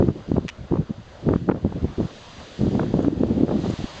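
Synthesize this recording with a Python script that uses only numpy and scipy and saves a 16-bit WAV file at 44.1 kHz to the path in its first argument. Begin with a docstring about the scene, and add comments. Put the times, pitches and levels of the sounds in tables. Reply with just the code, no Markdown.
"""Gusts buffet a camera's microphone: vortices roll off it, strong eddies thump, rasp and duck its gain.
Some way off, lava pours into the sea at night. Steam hisses, swelling twice as water meets hot rock,
and surf washes the shore. Something small crackles once, close by; two faint ticks come later."""
import sys
import numpy as np
from scipy import signal
from scipy.fft import rfft, irfft, next_fast_len
from scipy.io import wavfile
from scipy.ndimage import uniform_filter1d, map_coordinates

SR = 44100
rng = np.random.default_rng(int(sys.argv[2]) if len(sys.argv) > 2 else 0)


def transcribe(u):
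    """Save the signal u as a 16-bit wav file named by the first command-line argument.

    u: samples, shape (n,) or (channels, n), limited to [-1, 1]; the rate is SR.
    q: integer samples, one column per channel.
    """
    v = np.clip(np.atleast_2d(u).T, -1, 1)
    q = np.round(v * 32767).astype(np.int16)
    wavfile.write(sys.argv[1], SR, q)


N = 176400

# Gusts at the microphone. Each row: start in seconds, length in seconds, level in dB, rumble pitch in Hz.
GUSTS = [(0, 0.004, -8.5, 252.6), (0.021, 0.034, -22.5, 191), (0.069, 0.044, -21.5, 172),
         (0.112, 0.032, -41, 146), (0.154, 0.018, -31.5, 245), (0.184, 0.035, -35.5, 189),
         (0.281, 0.11, -28, 179.7), (0.365, 0.018, -23.5, 232.7), (.41, 0.052, -30, 158),
         (0.588, 0.061, -36.5, 136.4), (0.714, 0.0077, -22.5, 190), (0.747, 0.085, -28.5, 168.9),
         (0.786, 0.025, -26, 191), (0.896, 0.021, -30.5, 182), (0.986, 0.018, -35.5, 133.4),
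         (1.229, 0.346, -32, 159.2), (1.265, 0.085, -22, 223), (1.479, 0.04, -22.5, 231),
         (1.537, 0.046, -27, 216.8), (1.615, 0.11, -32.5, 167.2), (1.645, 0.021, -22.5, 190.8),
         (1.74, 0.19, -34.5, 159.4), (1.762, 0.0087, -23, 215), (1.82, 0.034, -25.5, 160.5),
         (1.983, 0.038, -23, 179.4), (2.028, 0.028, -25, 185.5), (2.368, 0.067, -42, 132),
         (2.595, 0.096, -21, 185.4), (2.711, 0.1335, -22, 219.6), (2.845, 0.076, -25.5, 179),
         (2.942, 0.119, -21.5, 220), (3.1, 0.083, -27, 193.4), (3.198, 0.074, -23, 221),
         (3.288, .042, -24, 228.2), (3.333, 0.273, -25.5, 215.6), (3.378, 0.073, -21, 232.6),
         (3.512, 0.014, -21.5, 312), (3.555, 0.012, -22.5, 207.4), (3.618, 0.12, -28.5, 197.6),
         (3.635, 0.033, -25.5, 286.7), (3.795, 0.023, -25, 155), (3.844, 0.0036, -22.5, 148)]
# Eddy strikes. Each row: centre in seconds, thump level in dB, thump pitch in Hz, crack level in dB,
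# crack pitch in Hz.
EDDIES = [(0.0259, -4.5, 187, -13.5, 948), (.0875, -2, 168, -28, 850), (0.318, -3.5, 215, -21, 800),
          (0.369, -15.5, 290, -42, 950), (0.3821, -1.5, 245, -19.5, 690), (0.451, -16.5, 196, -46, 700),
          (0.7234, -11.5, 230, -16, 744), (0.7408, -17.5, 150, -17, 840), (0.7582, -22, 202, -16.5, 920),
          (1.2875, -7.5, 121.6, -22, 750), (1.2896, -5, 229, -13.5, 1060), (1.31, -7.5, 237, -41, 800),
          (1.3198, -9.5, 275, -34, 860), (1.334, -10.5, 223, -40, 696), (1.338, -5, 293, -16.5, 1400),
          (1.3608, -5, 163, -21, 1264), (1.4908, -5.5, 290, -9.5, 973), (1.4984, -1.5, 240, -12.5, 1238),
          (1.5145, -35, 260, -15.5, 1630), (1.518, -7.5, 215, -20, 1190), (1.5222, -12, 288, -16.5, 900),
          (1.547, -10.5, 180, -24, 900), (1.5608, -36, 200, -28.5, 1520), (1.6493, -7.5, 186, -21, 686),
          (1.663, -13, 247, -45, 870), (1.8459, -8.5, 191, -22, 678), (1.853, -11, 187, -48, 708),
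          (2.0031, -8, 214, -21, 690), (2.0121, -11, 162, -22.5, 750), (2.615, -10.5, 215, -35, 650),
          (2.636, -7.5, 167, -35, 695), (2.669, -9, 276, -29, 700), (2.733, -21.5, 260, -27, 655),
          (2.753, -19.5, 210, -17, 708), (2.7959, -14, 250, -16, 1263), (2.803, -11.5, 280, -24, 860),
          (2.816, -20.5, 278, -21, 940), (2.833, -25.5, 232, -18.5, 935), (2.941, -6, 240, -16, 853),
          (2.9924, -7, 267, -18.5, 874), (3.005, -14, 290, -23, 1104), (3.048, -9.5, 189, -19.5, 1100),
          (3.0832, -2.5, 240, -35, 800), (3.2356, -4.5, 257, -19.5, 910), (3.41, -9, 204, -27.5, 700),
          (3.4362, -8.5, 269, -24, 700), (3.482, -13.5, 324, -23.5, 1040), (3.4926, -12.5, 310, -17.5, 990),
          (3.514, -12, 290, -26, 847), (3.663, -11.5, 300, -20, 710), (3.701, -10, 202, -45, 706)]
# Vortex trains. Each row: centre in seconds, half-width in seconds, peak in dB, shedding rate in Hz.
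SWIRLS = [(0.037, 0.0084, -14.5, 360), (0.343, 0.0024, -9.5, 190), (0.736, 0.0023, -10, 330),
          (.909, 0.0048, -17.5, 205), (2.662, 0.0033, -12, 267), (2.754, 0.0037, -16, 207),
          (2.797, 0.00095, -22.5, 1510), (2.961, 0.0062, -16, 210), (3.074, .011, -14, 263),
          (3.13, 0.0044, -15, 310), (3.212, 0.0034, -9.5, 206), (3.246, 0.021, -18.5, 212),
          (3.314, 0.013, -19, 236), (3.374, 0.013, -19, 242), (3.406, 0.019, -20, 260),
          (3.436, 0.0042, -13.5, 320), (3.555, 0.0088, -14.5, 215), (3.687, .005, -18.5, 158)]
# Wind spectra. Each row: frequency in Hz, relative gain in dB.
BUFFET_SPECTRUM = [(15, -31.5), (45, -8), (90, 0), (190, 0.5), (280, -4), (450, -11), (700, -24),
                   (1100, -40), (2000, -63.5), (4000, -89)]
RASP_SPECTRUM = [(150, -20), (450, 0.5), (850, -3), (1300, -10), (1900, -21.5), (2800, -28.5),
                 (5000, -49.5), (9000, -69.5)]
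THUMP_SPECTRUM = [(15, -44.5), (60, -6.5), (150, -3), (260, -0.5), (410, -9), (700, -26), (1200, -46.5),
                  (3000, -70)]
TEAR_SPECTRUM = [(150, -23), (500, 8.5), (1000, -2), (1600, -15.5), (2200, -19), (3000, -33), (5000, -43.5),
                 (9000, -69)]
# Steam and surf envelopes. Each row: time in seconds, level in dB.
STEAM_LEVELS = [(0, -54.5), (.28, -55), (.6, -57), (.95, -57), (1.1, -55.5), (1.28, -54), (1.45, -57),
                (1.7, -57), (1.9, -54), (2.15, -48), (2.4, -47), (2.75, -48.5), (3, -51), (3.2, -53),
                (3.45, -52), (3.65, -45.5), (4, -43.5)]
SURF_LEVELS = [(0, -48), (.5, -49), (.7, -47.5), (1, -49.5), (1.22, -44.5), (1.45, -51.5), (1.8, -44.5),
               (2.2, -45.5), (2.6, -46), (3.3, -44.5), (3.7, -44.5), (4, -39)]
# Steam and surf spectra. Each row: frequency in Hz, relative gain in dB.
HISS_SPECTRUM = [(300, -17.5), (1000, -9), (1800, 1.5), (2300, -3), (2700, 1), (3300, 3), (4200, 0),
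                 (5000, -2), (6500, -7), (7500, -10), (8000, -11.5), (8600, -27.5)]
WASH_SPECTRUM = [(60, -9), (200, -3.5), (380, -6), (600, -1.5), (850, -8.5), (1150, -9.5), (1700, -14.5),
                 (2600, -24), (6000, -54.5)]
BREAKER_SPECTRUM = [(20, -2), (45, 4.5), (90, 11.5), (180, -3), (350, -6.5), (900, -46)]
# Close snaps and faint ticks. Each row: start in seconds, level in dB.
SNAPS = [(.4817, -29), (.4828, -29), (0.4876, -31), (0.4899, -20), (0.4935, -30), (0.496, -26.5),
         (0.4988, -29.5)]
TICKS = [(3.027, -47), (3.704, -42.5)]
# Snap and tick spectra. Each row: frequency in Hz, relative gain in dB.
SNAP_SPECTRUM = [(300, -39.5), (1000, -7.5), (1500, -15.5), (1900, -10), (2450, 4.5), (3000, -6.5),
                 (3700, -13), (4400, -27), (5000, -11), (6100, -17), (8000, -29), (9000, -54)]
TICK_SPECTRUM = [(1000, -33), (4500, -9.5), (6800, 1.5), (8000, -6), (9000, -23.5)]
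# Camera notch filters. Each row: centre in Hz, width in Hz.
NOTCHES = [(5400, 350), (7700, 370), (8300, 500)]

GUST_ATTACK_S, GUST_RELEASE_S = 0.0046, 0.008
BUFFET_REF_HZ, TEAR_REF_HZ = 188.8, 1089  # pitches that leave buffet/thump and tear spectra unshifted
RASP_DB, RASP_REF_DB, RASP_EXPONENT = -31.5, -16.5, 1.81  # RASP_DB at a gust level of RASP_REF_DB
CORE_DB, TEAR_DB = -5.5, -8.5  # relative to the eddy's crack level
CORE_HALF_WIDTH_CYCLES, TEAR_HALF_WIDTH_S = 0.42, 0.0022
RING_HZ, RING_DB = 2950, -15
THRESHOLD_DB, RECOVER_DB_PER_S, SMOOTH_S, CUTOFF_HZ = -5, 32, 0.0055, 8700


def gusts():
    """Each gust rises, holds and falls with a fluttering rumble; the harder it blows, the more it rasps."""
    t, power, rumble = clock(), np.zeros(N), np.zeros(N)
    flutter = unit(amp(2 * wobble(rate_hz=110)))
    air = noise(BUFFET_SPECTRUM)
    for start_s, length_s, db, hz in GUSTS:
        age_s = t - start_s
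        near = (age_s > -10 * GUST_ATTACK_S) & (age_s < length_s + 10 * GUST_RELEASE_S)
        rise = np.maximum(-age_s[near], 0) / GUST_ATTACK_S
        fall = np.maximum(age_s[near] - length_s, 0) / GUST_RELEASE_S
        force = amp(db) * np.exp(-rise - fall)
        position = rng.uniform(0, N) + age_s[near] * SR * hz / BUFFET_REF_HZ  # read speed sets pitch
        rumble[near] += force * map_coordinates(air, [position % (N - 1)], order=1)
        power[near] += force ** 2
    rasp = amp(RASP_DB) * (np.sqrt(power) * flutter / amp(RASP_REF_DB)) ** RASP_EXPONENT
    flicker = unit(amp(12.5 * wobble(rate_hz=92)))
    return rumble * flutter + rasp * flicker * noise(RASP_SPECTRUM)


def eddies():
    """An eddy hits the port: one pressure swing, higher if it passes faster, plus a crack and torn air."""
    t, out, air = clock(), np.zeros(N), noise(TEAR_SPECTRUM)
    pulse = irfft(colour(THUMP_SPECTRUM, np.fft.rfftfreq(N, 1 / SR)), N)
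    swing = signal.hilbert(np.roll(pulse, N // 2) / pulse[0])  # analytic, so its phase can be turned
    for centre_s, thump_db, thump_hz, crack_db, crack_hz in EDDIES:
        thump_rad, core_rad = rng.uniform(0, 2 * np.pi, 2)
        near = np.abs(t - centre_s) < .05
        age_s = t[near] - centre_s
        stretched = np.interp(age_s * thump_hz / BUFFET_REF_HZ, t - t[N // 2], swing)
        thump = (stretched * np.exp(1j * thump_rad)).real
        tone = np.cos(2 * np.pi * crack_hz * age_s + core_rad)
        core = bell(age_s * crack_hz / CORE_HALF_WIDTH_CYCLES) * tone
        pitched_air = np.interp(centre_s + age_s * crack_hz / TEAR_REF_HZ, t, air)
        tear = bell(age_s / TEAR_HALF_WIDTH_S) * pitched_air
        crack = amp(CORE_DB) * core + amp(TEAR_DB) * tear
        out[near] += amp(thump_db) * thump + amp(crack_db) * crack
    return out


def swirls():
    """Flow sheds short vortex trains off the housing: a hollow, wavering swell, or a chirp when fast."""
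    t, out = clock(), np.zeros(N)
    flow_time_s = np.cumsum(1 + .1 * wobble(rate_hz=120)) / SR  # shedding rate wanders about 10 %
    for centre_s, half_width_s, db, hz in SWIRLS:
        age_s = flow_time_s - np.interp(centre_s, t, flow_time_s)
        phase_rad = 2 * np.pi * hz * age_s + rng.uniform(0, 2 * np.pi)
        out += amp(db) * bell((t - centre_s) / half_width_s) * np.cos(phase_rad)
    return out


def steam():
    """Smooth, distant hiss that swells as water reaches the lava."""
    level_db = curve(STEAM_LEVELS) + 0.32 * wobble(rate_hz=12)
    return amp(level_db) * rush(HISS_SPECTRUM, patchy_db=0.6)


def surf():
    """Washing water over the rumble of far breakers."""
    wash_db = curve(SURF_LEVELS) + 0.35 * wobble(rate_hz=19)
    wash = amp(wash_db) * rush(WASH_SPECTRUM, patchy_db=2.5)
    breakers_db = -50.5 + 2.3 * wobble(rate_hz=4.5)
    return wash + amp(breakers_db) * noise(BREAKER_SPECTRUM)


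def crackle():
    """A quick run of tiny dry snaps with a faint ring; later, two faint high ticks."""
    snaps = noise(SNAP_SPECTRUM) * decays(SNAPS, t60_s=0.0093)
    ring_gain = amp(RING_DB) * decays(SNAPS, t60_s=0.11) / len(SNAPS)
    ring = ring_gain * np.sin(2 * np.pi * RING_HZ * clock())
    ticks = noise(TICK_SPECTRUM) * decays(TICKS, t60_s=.03)
    return snaps + ring + ticks


def amp(db):
    """Decibels to gain."""
    return 10 ** (np.asarray(db) / 20)


def unit(x):
    """x at rms 1."""
    return x / np.sqrt(np.mean(x ** 2) + 1e-20)


def clock():
    """Sample times in seconds."""
    return np.arange(N) / SR


def curve(rows):
    """(seconds, value) rows joined by straight lines."""
    return np.interp(clock(), *np.transpose(rows))


def bell(half_widths):
    """Gaussian swell."""
    return np.exp(-np.minimum(.5 * half_widths ** 2, 20))


def decays(rows, t60_s):
    """Sum of sudden onsets, each dying away."""
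    t = clock()
    return sum(amp(db - 60 * np.clip((t - s) / t60_s, 0, 2)) * (t >= s) for s, db in rows)


def wobble(rate_hz):
    """Smooth random curve through unit-variance knots."""
    return map_coordinates(rng.standard_normal(N // 20), [clock() * rate_hz + 2], mode="mirror")


def filtered(x, response):
    """x through a frequency response."""
    size = next_fast_len(N + SR // 2)
    return irfft(rfft(x, size) * response(np.fft.rfftfreq(size, 1 / SR)), size)[:N]


def colour(spectrum, hz):
    """Gain of a spectrum at hz, interpolated on log axes."""
    knots_hz, db = np.transpose(spectrum)
    return amp(np.interp(np.log(hz + 1), np.log(knots_hz + 1), db))


def noise(spectrum):
    """Coloured noise of rms 1."""
    return unit(filtered(rng.standard_normal(N), lambda hz: colour(spectrum, hz)))


def rush(spectrum, patchy_db):
    """Coloured noise whose gain drifts in patches of time and frequency."""
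    bins = signal.stft(noise(spectrum), nperseg=512)[2]
    patches = uniform_filter1d(rng.standard_normal(bins.shape), size=6, axis=0)
    patches = uniform_filter1d(patches, size=14, axis=1)
    return unit(signal.istft(bins * amp(patchy_db * unit(patches)), nperseg=512)[1][:N])


def scene():
    """Shore and wind at one microphone."""
    return (steam() + surf() + gusts() + eddies() + swirls() + crackle())[None]


def record(dry):
    """The camera ducks its gain on peaks, recovers slowly, notches three pitches and cuts the top."""
    def response(hz):
        notches = [(centre_hz ** 2 - hz ** 2) / (centre_hz ** 2 - hz ** 2 + 1j * hz * width_hz)
                   for centre_hz, width_hz in NOTCHES]
        return np.prod(notches, axis=0) * (hz < CUTOFF_HZ)

    over_db = np.maximum(20 * np.log10(np.abs(dry[0]) + 1e-9) - THRESHOLD_DB, 0)
    recovery_db = RECOVER_DB_PER_S * clock()
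    duck_db = np.maximum.accumulate(over_db + recovery_db) - recovery_db
    ducked = dry[0] * amp(-uniform_filter1d(duck_db, int(SMOOTH_S * SR)))
    return filtered(ducked, response)[None]


dry = scene()
out = record(dry)
transcribe(out)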